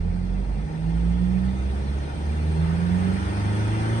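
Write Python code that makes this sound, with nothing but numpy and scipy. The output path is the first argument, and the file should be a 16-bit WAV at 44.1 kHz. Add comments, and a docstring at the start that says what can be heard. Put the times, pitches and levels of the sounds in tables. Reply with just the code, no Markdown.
"""A parked four-cylinder diesel is revved smoothly for four seconds, heard from the driver's seat.
It starts near 1250 rpm with the hum of its firing tone, and two soft thuds sound in the first second.
As it climbs, the harmonics boom in turn through the cabin's resonances and the belt drive whines faintly.
From about 2.5 s the cylinders pull less evenly and the clatter hardens, while the rush of the
engine bay keeps growing up to 3400 rpm."""
import sys
import numpy as np
from scipy import signal
from scipy.fft import rfft, irfft
from scipy.io import wavfile
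from scipy.ndimage import uniform_filter1d

SR = 44100
rng = np.random.default_rng(int(sys.argv[2]) if len(sys.argv) > 2 else 0)


def generate_wav(signal):
    """Clip the signal to [-1, 1] and save it as 16-bit WAV at the path in sys.argv[1]."""
    frames = np.transpose(np.atleast_2d(signal))
    scaled = np.clip(frames, -1, 1) * 32767
    pcm = np.round(scaled).astype(np.int16)
    wavfile.write(sys.argv[1], SR, pcm)


N = 176400
TIME, FREQS = np.arange(N) / SR, np.fft.rfftfreq(N, 1 / SR)
CYLINDERS, REFERENCE_RATE_HZ = 4, 100
LEFT_LEAD_S = 0.000362


def amp(db):
    return 10 ** (np.asarray(db) / 20)


def read(points, hz, column=1):
    """One column of a table, interpolated over log frequency."""
    table = np.array(points, float)
    return np.interp(np.log(hz + 1), np.log(table[:, 0] + 1), table[:, column])


def ramp(x, low, high):
    """0 below low, 1 above high."""
    return np.clip((x - low) / (high - low), 0, 1)


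# Engine speed. Each row: time in seconds, firing rate in Hz.
FIRING_RATE = [(0.0, 42.2), (0.25, 45.38), (0.5, 49.01), (0.75, 52.99), (1.0, 56.2), (1.25, 60.04),
               (1.5, 63.28), (1.75, 67.0), (2.0, 70.47), (2.25, 74.61), (2.5, 78.44), (2.75, 83.86),
               (3.0, 91.08), (3.25, 97.41), (3.5, 102.84), (3.75, 108.3), (4.0, 113.6)]

def crankshaft():
    """Phase is the integral of frequency: returns the firing rate and the running count of firings."""
    rate = np.interp(TIME, *np.transpose(FIRING_RATE))
    return rate, np.cumsum(rate) / SR


def tone(multiple, rate, firings, db):
    """A partial locked to the crankshaft; a path difference brings it to the left side first."""
    hz = multiple * rate
    phase = 2 * np.pi * (multiple * firings + rng.random())
    lead = 2 * np.pi * hz * LEFT_LEAD_S
    return np.sqrt(2) * amp(db) * side_gains(hz) * np.cos([phase + lead, phase])


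# The firing tone in the cabin, with the body's nulls. Each row: frequency in Hz, level in dB.
HUM_LEVEL = [(42, -22.5), (43.6, -24.5), (44.6, -29), (46.2, -23.5), (49.5, -23.5), (51.5, -27.5),
             (53, -49), (54, -26.5), (56.4, -18.5), (60, -24), (62.8, -25.5), (64.5, -22.5), (70, -25),
             (72.6, -29.5), (74.2, -25), (78, -20), (84, -26), (92, -23), (96.5, -29.5), (103, -21.5),
             (113, -22)]

def firing_hum(rate, firings, waver_db=0.86):
    """Forced vibration: periodic combustion drives the body at the firing rate."""
    return tone(1, rate, firings, read(HUM_LEVEL, rate) + waver_db * waver(hz=10))


# Engine orders. Each entry: vibrations per engine cycle, then source levels in dB at low, high, top revs.
ORDER_LEVELS = {3: (-38, -24, -28), 6: (-38, -27, -36), 7: (-45, -37, -34), 8: (-21.3, -22, -17),
                9: (-42, -34, -27), 10: (-52, -23, -30), 11: (-44, -30, -28), 12: (-23.3, -24, -19.5),
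                13: (-52, -26, -30), 14: (-46, -31, -29), 15: (-45, -31, -27), 16: (-28.5, -35, -35),
                17: (-42, -26, -22), 20: (-32, -30, -24.5), 24: (-40, -28, -23), 28: (-40, -28, -25),
                32: (-45, -27, -24), 35: (-46, -27, -24), 56: (-48, -36, -35)}

def engine_orders(rate, firings):
    """Harmonics of the engine cycle: uneven cylinders strengthen those between the firing harmonics."""
    uneven, top = ramp(rate, 78.4, 92.6), ramp(rate, 101, 104.3)
    out = np.zeros((2, N))
    for order, (low_db, high_db, top_db) in ORDER_LEVELS.items():
        multiple = order / CYLINDERS
        hz = multiple * rate
        source_db = low_db + (high_db - low_db) * uneven + (top_db - high_db) * top
        waver_db = 1.44 + 3.5 * ramp(hz, 330, 750)  # higher partials are rougher
        out += tone(multiple, rate, firings, source_db + cabin_db(hz) + waver_db * waver(hz=10))
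    return out


# The cabin's response. Each row: frequency in Hz, gain in dB.
CABIN_RESPONSE = [(60, -8), (87, -8), (92, -13), (98, -23), (108, -23), (115, -15), (125, -10.5),
                  (132, -20), (140, -13), (146, -22), (151, -13), (157, -6), (164, 0.5), (182, 1.7),
                  (190, 0), (195, -13), (201, -9), (211, -19), (219, -19), (229, -15), (243, -23),
                  (260, -19), (280, -19), (325, -15), (365, -19), (470, -23), (530, -21), (570, -23),
                  (630, -33), (720, -29), (950, -28)]

def cabin_db(hz, panel_hz=394.5, width_hz=10.6, peak_db=9):
    """Resonance: a partial swells as it sweeps through a mode of the cabin or of one panel."""
    return read(CABIN_RESPONSE, hz) + peak_db * np.exp(-((hz - panel_hz) / width_hz) ** 2)


# Clatter relative to the rush. Each row: frequency in Hz, gain in dB.
CLATTER_SPECTRUM = [(250, -4), (480, 1), (800, 0), (2000, -1), (4000, -4)]

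def clatter(rate, firings, size=8192, firing_accent_db=4, cabin_t60_s=0.15):
    """Periodic excitation: injectors and valves repeat each engine cycle, and the cabin scatters it."""
    orders = np.arange(240)
    strength = (orders >= 21) * amp(firing_accent_db * (orders % CYLINDERS == 0))
    cycle = irfft(strength * np.exp(2j * np.pi * rng.random(len(orders))), size) * size / 2
    pattern = np.interp(firings / CYLINDERS, np.arange(size) / size, cycle, period=1)
    pattern *= np.sqrt(2 * rate / CYLINDERS)  # constant power per Hz as the lines spread
    echoes = rng.standard_normal((2, size)) * amp(-60 * TIME[:size] / cabin_t60_s)
    echoes /= np.linalg.norm(echoes, axis=1, keepdims=True)
    scattered = signal.fftconvolve(pattern[None], echoes, axes=1)[:, :N]
    return irfft(rfft(scattered) * amp(read(CLATTER_SPECTRUM, FREQS)), N)


# Rush of the engine bay. Each row: frequency in Hz, base spectral density in dB at the reference rate,
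# growth in dB per doubling of speed.
RUSH_SPECTRUM = [(22, -71, -3.5), (44.6, -62.5, 2), (63, -47, 4), (90, -55.5, 3), (130, -56.5, -1),
                 (172, -57.5, 2.5), (265, -62, 5.5), (294, -58.5, 6.5), (430, -67.5, 3.5), (567, -70, 5.5),
                 (923, -69.5, 5.5), (990, -78, 6), (1330, -76.5, 8), (2200, -81, 6.5), (3100, -83, 9),
                 (4340, -85.5, 5.5), (6620, -88, 9), (6950, -100.5, 8), (10900, -97, 14.5)]
# Resonances of block and covers. Each row: centre in Hz, width in Hz, gain in dB.
BLOCK_MODES = [(738, 15, 3), (805, 20, 3), (918, 30, 4), (1115, 30, 3.5), (1286, 50, 5), (1435, 30, 3),
               (1520, 35, 4.5), (1845, 50, 7.5), (2080, 50, 3), (2420, 120, 4), (2750, 50, 4.5),
               (2980, 70, -3), (3150, 60, 4.5), (3430, 100, 5.5), (3790, 60, 2), (3960, 90, -3),
               (4230, 120, 4), (4620, 90, -2.5), (4880, 50, 2.5), (5720, 50, 2.5)]
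# Fine, still ripple left by cabin reflections. Each row: frequency in Hz, standard deviation in dB.
REFLECTION_RIPPLE = [(600, 0), (1500, 1), (4000, 1.8), (9000, 2.2)]

def bay_spectrum_db(hz, rate, knock_db=4, knock_hz=1460, knock_octaves=0.71):
    """Resonant filtering by block and cabin, over frequency and time; speed brightens the spectrum."""
    modes = sum(db * np.exp(-((hz - centre) / width) ** 2) for centre, width, db in BLOCK_MODES)
    ripple = read(REFLECTION_RIPPLE, hz) * rng.standard_normal(len(hz))
    steady = read(RUSH_SPECTRUM, hz) + modes + ripple
    growth = np.outer(read(RUSH_SPECTRUM, hz, column=2), np.log2(rate / REFERENCE_RATE_HZ))
    knock_band = knock_db * np.exp(-(np.log2((hz + 1) / knock_hz) / knock_octaves) ** 2)
    knock = np.outer(knock_band, rate > 81)  # combustion turns hard at this firing rate
    return steady[:, None] + growth + knock


# Fine random patchiness, mostly in the treble. 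Each row: frequency in Hz, standard deviation in dB.
SHIMMER_DEPTH = [(200, .5), (700, 1), (1200, 1.8), (2200, 2), (4000, 3), (9000, 2)]

def shimmer_db(hz, frames):
    """Random amplitude modulation in patches of frequency and time: a faint watery shimmer over noise."""
    patches = uniform_filter1d(rng.standard_normal((len(hz), frames)), 8, axis=0)
    patches = uniform_filter1d(patches, 3, axis=1)
    return read(SHIMMER_DEPTH, hz)[:, None] * patches / patches.std()


# Likeness of left and right. Each row: frequency in Hz, coherence from 0 to 1.
COHERENCE = [(100, 1), (200, 0.76), (300, 0.11), (430, 0.083), (560, 0.59), (700, 1), (900, 0.4),
             (1050, 0.21), (1300, 0.42), (1850, 0.17), (2600, 0.34), (4100, 0.13), (6000, 0.11),
             (11000, .05)]

def engine_bay(rate, firings):
    """Source and filter: throbbing rush and clatter ring the block and arrive partly coherent."""
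    throb = 1 + 0.033 * np.cos(2 * np.pi * firings / CYLINDERS) + 0.012 * np.cos(2 * np.pi * firings)
    rush = rng.standard_normal((2, N)) * np.sqrt(SR / 2)
    drive = throb * (rush + clatter(rate, firings))
    framing = dict(fs=SR, nperseg=2048, noverlap=1536)
    hz, times, (shared, separate) = signal.stft(drive, **framing)
    coherence = read(COHERENCE, hz)[:, None]
    left = shared * np.exp(2j * np.pi * hz * LEFT_LEAD_S)[:, None]
    right = coherence * shared + np.sqrt(1 - coherence ** 2) * separate
    gain_db = bay_spectrum_db(hz, np.interp(times, TIME, rate)) + shimmer_db(hz, len(times))
    spectra = np.array([left, right]) * side_gains(hz)[:, :, None] * amp(gain_db)
    return signal.istft(spectra, **framing)[1][:, :N]


# Belt-driven accessories. Each row: multiple of the firing rate, source level in dB at the reference
# rate, growth in dB per doubling of speed.
ACCESSORY_TONES = [(4.55, -29.5, 5), (4.79, -28, 4), (5.78, -33, 1), (8.3, -24.5, 13), (10.55, -24, 9)]

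def belt_whine(rate, firings, waver_db=2):
    """Non-integer drive ratios put the accessories' faint tones between the engine orders."""
    doublings = np.log2(rate / REFERENCE_RATE_HZ)
    out = np.zeros((2, N))
    for multiple, db, growth_db in ACCESSORY_TONES:
        source_db = db + growth_db * doublings + waver_db * waver(hz=8)
        out += tone(multiple, rate, firings, source_db + cabin_db(multiple * rate))
    return out


# Soft thuds in the cabin. Each row: start in seconds, level in dB.
CABIN_THUDS = [(0.482, -29), (0.722, -33.5)]

def thuds(rise_s=0.0063, t60_s=0.17, corner_hz=130):
    """Damping: dull bumps of low noise decay exponentially in the upholstery."""
    low_band = ramp(FREQS, 27.5, 55) / (1 + (FREQS / corner_hz) ** 1.7)
    body = irfft(rfft(rng.standard_normal(N)) * low_band, N)
    envelope = np.zeros(N)
    for start, db in CABIN_THUDS:
        age = np.maximum(TIME - start, 0)
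        envelope += amp(db - 60 * age / t60_s) * ramp(age, 0, rise_s)
    return envelope * body / body.std()


def waver(hz):
    """Low-pass noise: slow random motion of unit standard deviation."""
    motion = irfft(rfft(rng.standard_normal(N)) * np.exp(-(FREQS / hz) ** 2), N)
    return motion / motion.std()


# Balance at the driver's seat. Each row: frequency in Hz, left minus right in dB.
SEAT_BALANCE = [(50, -3.5), (80, 0), (110, 0.5), (150, -2), (185, -10), (230, -5.5), (330, 6.5), (450, 6.5),
                (600, -2.5), (850, 5), (1100, 1.5), (7000, 1)]

def side_gains(hz):
    """Level difference between left and right at constant total power."""
    difference_db = read(SEAT_BALANCE, hz)
    pair = amp([difference_db / 2, -difference_db / 2])
    return pair / np.sqrt(np.mean(pair ** 2, axis=0))


def scene():
    """Superposition: the engine's layers, all driven by one speed curve, add to the thuds."""
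    rate, firings = crankshaft()
    tones = firing_hum(rate, firings) + engine_orders(rate, firings) + belt_whine(rate, firings)
    return tones + engine_bay(rate, firings) + thuds()


# Response of the microphone ports. Each row: frequency in Hz, left gain in dB, right gain in dB.
PORT_RESPONSE = [(7380, -3, -2), (8040, 4.5, 10.5), (7920, 12.5, 19), (8940, -2, 13), (9330, -6.5, 11.5),
                 (10800, 2, -0.5), (11260, -17, -4)]

def record(dry, fade_s=0.004, cutoff_hz=11350):
    """Port resonance colours the treble, and a low-pass filter limits the band."""
    fade = np.sin(np.pi / 2 * ramp(np.minimum(TIME, TIME[::-1]), 0, fade_s)) ** 2
    ports = amp([read(PORT_RESPONSE, FREQS), read(PORT_RESPONSE, FREQS, column=2)])
    heard = irfft(rfft(dry * fade) * ports, N)
    low_pass = signal.firwin(401, cutoff_hz, window=("kaiser", 9), fs=SR)
    return signal.oaconvolve(heard, low_pass[None], "same")


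dry = scene()
out = record(dry)
generate_wav(out)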